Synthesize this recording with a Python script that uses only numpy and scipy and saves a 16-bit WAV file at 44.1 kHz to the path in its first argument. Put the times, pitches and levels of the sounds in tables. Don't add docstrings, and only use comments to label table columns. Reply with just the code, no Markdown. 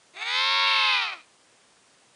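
import sys
import numpy as np
from scipy import signal
from scipy.fft import rfft, irfft, next_fast_len
from scipy.io import wavfile
from scipy.ndimage import uniform_filter1d, map_coordinates

SR = 44100
rng = np.random.default_rng(int(sys.argv[2]) if len(sys.argv) > 2 else 0)


def makeup_ratio(level_db):
    decades = np.asarray(level_db, float) / 20
    return 10 ** decades


def pcm_store(signal):
    levels = np.round(np.clip(np.atleast_2d(signal), -1, 1) * 32767)
    wavfile.write(sys.argv[1], SR, levels.astype(np.int16).T)


N = 94815

# t/s, level/dB, pulse sharpness/(0-1), chest hum level/dB
EFFORT = [(.135, -59, 0.67, -62), (.168, -41.5, 0.82, -54.5), (.23, -33.5, 0.83, -56),
          (.36, -24.5, 0.87, -44.5), (.65, -21.5, 0.8, -41), (.95, -22, 0.83, -48.5),
          (1.1, -31.5, 0.89, -60), (1.16, -40.5, 0.76, -57), (1.22, -56, 1, -69)]
# t/s, opening/(0-1)
BILL = [(.14, 0), (.27, .1), (.4, .8), (.5, 1), (.9, 1), (1.05, .4), (1.12, 0)]


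def bleat():
    hum_shake, hum_lower_db = .18, -13
    flutter_db, flutter_rate = 2.5, 44.99
    level_db, sharp, hum_db = curves(EFFORT)
    bill = curves(BILL)[0]
    upper, lower = membrane_phases()
    flow = syrinx_flow(upper, lower, np.clip(sharp, .3, .93))

    voice = vocal_tract(flow, bill)
    power = uniform_filter1d(uniform_filter1d(voice ** 2, size=1500), size=1500)
    voice = voice / np.sqrt(np.abs(power) + 1e-12)
    flutter = flutter_db * wobble(flutter_rate) * (1 - bill)

    hum = np.sin(upper) * (1 + hum_shake * np.cos(upper - lower))
    hum = makeup_ratio(hum_db) * (hum + makeup_ratio(hum_lower_db) * np.sin(lower))
    t = np.arange(N) / SR
    onset = np.clip((t - EFFORT[0][0]) / 0.0025, 0, 1)
    release = np.clip((EFFORT[-1][0] - t) / 0.0088, 0, 1)
    return onset * release * (hum + voice * makeup_ratio(level_db + flutter))


# t/s, f/Hz
PITCH = [(.14, 340), (.2, 420), (.29, 482), (.41, 528), (.59, 549), (.8, 536.6), (.95, 505.6), (1.07, 427),
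         (1.23, 272)]
# t/s, frequency ratio/1
RATIO = [(.14, 1.12), (.19, 1.2), (.63, 1.2), (.77, 1.225), (.9, 1.242), (.95, 1.235), (1.02, 1.2),
         (1.05, 1.2), (1.12, 1.25)]


def membrane_phases():
    lower_start, jitter = 0.23, .015
    hz = arch(PITCH)
    upper = 2 * np.pi * np.cumsum(hz) / SR + jitter * wobble(250)
    lower = 2 * np.pi * np.cumsum(hz / curves(RATIO)[0]) / SR + lower_start + jitter * wobble(250)
    return upper, lower


# t/s, level/dB
BREATH = [(.14, -3), (.25, -10), (.4, -18), (.63, -20), (.68, -15), (.95, -14), (1.12, -5)]


def syrinx_flow(upper, lower, sharp):
    lower_db, shimmer_db = -2.5, .4
    shake_upper, shake_lower = 0.035, 0.37
    pull_upper, pull_lower = 0.23, 0.14
    beat = upper - lower
    a = pulses(upper - pull_upper * np.cos(beat), sharp) * makeup_ratio(shimmer_db * wobble(150))
    b = pulses(lower - pull_lower * np.cos(beat), sharp) * makeup_ratio(shimmer_db * wobble(240))
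    a = a * (1 - shake_upper * np.sin(beat))
    b = b * (1 + shake_lower * np.sin(beat))
    flow = unit(a + makeup_ratio(lower_db) * b)
    hiss = unit((1 + np.abs(flow)) * rng.standard_normal(N))
    return flow + makeup_ratio(curves(BREATH)[0]) * hiss


def pulses(phase, sharp):
    series = (1 - sharp ** 2) / (1 - 2 * sharp * np.cos(phase) + sharp ** 2)
    return series - 1 - 2 * sharp * np.cos(phase)


# f/Hz, width/Hz, level/dB
OPEN = [(1102, 240, 5), (1442, 280, 5.5), (1770, 200, -21), (2340, 57, -31), (2547, 370, 16),
        (3100, 200, 12), (3720, 730, 18.5), (4330, 550, 11), (5070, 200, -25)]
SHUT = [(725, 380, -7.5), (1370, 460, -12.5), (1780, 120, -16.5), (2261, 120, 10.5), (2500, 360, -1.5),
        (3576, 410, 4.5), (4300, 170, -6.5)]
# f/Hz, width/Hz, level/dB
HEAD = [(6700, 400, -24.5), (9130, 610, 1.5), (9420, 83, -9)]
HEAD_SHUT = [(6400, 250, -1.5), (7900, 500, -9.5), (9000, 500, -29.5)]
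# f/Hz, width/Hz, level/dB
SLACK = [(790, 130, -15.5), (1330, 250, -4), (2100, 250, -9), (2450, 200, 5), (3100, 230, -1.5),
         (3860, 450, -1.5), (4570, 400, -19.5)]


def vocal_tract(flow, bill):
    slack_from_s, slackening_s = .5, .4
    late = np.clip((np.arange(N) / SR - slack_from_s) / slackening_s, 0, 1)
    closed = (1 - late) * unit(throat(flow, SHUT, HEAD_SHUT)) + late * unit(throat(flow, SLACK, []))
    return bill * unit(throat(flow, OPEN, HEAD)) + (1 - bill) * closed


def throat(x, resonances, head):
    low_cut_hz, high_cut_hz = 573, 4950

    def edge(u):
        return 1 / (1 - u * u + 1.3j * u) ** 2

    def response(f):
        body = rings(f, resonances) * edge(f / high_cut_hz) * edge(-low_cut_hz / (f + 1))
        return body + rings(f, head) * edge(-high_cut_hz / (f + 1))

    return filtered(x, response)


def rings(f, resonances):
    return sum(makeup_ratio(db) * 1j * f * w / (c * c - f * f + 1j * f * w) for c, w, db in resonances)


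# t/s, peak level/dB
CREAKS = [
    (1.168, -38),
    (1.178, -37),
    (1.19, -42),
    (1.2, -37),
    (1.215, -39),
    (1.224, -44),
    (1.233, -42),
    (1.245, -44),
]


def creaks():
    t60_s = .05
    x, t = np.zeros(N), np.arange(SR // 20) / SR
    noise = rng.standard_normal((len(CREAKS), len(t)))
    click = 3 * (t < 2 / SR)
    for (s, db), puff in zip(CREAKS, noise):
        decaying = .5 * puff * makeup_ratio(-60 * t / t60_s)
        x[round(s * SR):][:len(t)] += makeup_ratio(db) * (decaying + click)
    return throat(x, SLACK, [])


def ground_bounce(x):
    bounce_db, delay_s = -22, 0.001103
    return filtered(x, lambda f: 1 + makeup_ratio(bounce_db) * np.exp(-2j * np.pi * f * delay_s))


def ice(x):
    level_db, t60_s, delay_s = -21, .22, .004
    t = np.arange(SR // 2) / SR
    tail = rng.standard_normal(len(t)) * makeup_ratio(-60 * t / t60_s) * (t > delay_s)
    return makeup_ratio(level_db) * signal.fftconvolve(x, tail / np.linalg.norm(tail))[:N]


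# f/Hz, level/dB
AIR = [(15, -72.5), (25, -26), (118, -8.5), (141, -6.5), (322, -5.5), (365, -4), (470, -4.5), (651, -4.5),
       (10000, -12.5), (13000, -79.5), (22000, -120)]


def air():
    level_db, swell_db, patchy_db = -60, .2, .6
    z = signal.stft(rng.standard_normal(N), nperseg=512)[2]
    field = uniform_filter1d(rng.standard_normal(z.shape), size=6, axis=0)
    field = uniform_filter1d(field, size=14, axis=1)
    x = signal.istft(z * makeup_ratio(patchy_db * unit(field)), nperseg=512)[1][:N]
    f, db = np.transpose(AIR)
    x = filtered(x, lambda hz: makeup_ratio(np.interp(np.log(hz + 1), np.log(f + 1), db)))
    return makeup_ratio(level_db + swell_db * wobble(1.84)) * unit(x)


def unit(x):
    return x / np.sqrt(np.mean(x ** 2) + 1e-20)


def curves(rows):
    s, *cols = np.transpose(rows)
    return [np.interp(np.arange(N) / SR, s, c) for c in cols]


def arch(rows):
    s, v = np.transpose(rows)
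    t = np.clip(np.arange(N) / SR, s[0], s[-1])
    k = np.clip(np.searchsorted(s, t) - 1, 0, len(s) - 2)
    h, rise, slope = np.diff(s)[k], np.diff(v)[k], np.gradient(v, s)
    u = (t - s[k]) / h
    bend = (1 - u) * (slope[k] * h - rise) - u * (slope[k + 1] * h - rise)
    return v[k] + u * rise + u * (1 - u) * bend


def wobble(rate):
    return map_coordinates(rng.standard_normal(int(N * rate / SR) + 4), [np.arange(N) * rate / SR])


def filtered(x, response):
    m = next_fast_len(N + SR // 2)
    return irfft(rfft(x, m) * response(np.fft.rfftfreq(m, 1 / SR)), m)[..., :N]


def scene():
    bird = ground_bounce(bleat() + creaks())
    return (bird + ice(bird) + air())[None]


def low_pass(x):
    return signal.sosfilt(signal.butter(12, 10150, fs=SR, output="sos"), x)


def record(dry):
    top_hz = 10164
    mix = filtered(dry, lambda hz: hz < top_hz)
    return low_pass(mix)


dry = scene()
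out = record(dry)
pcm_store(out)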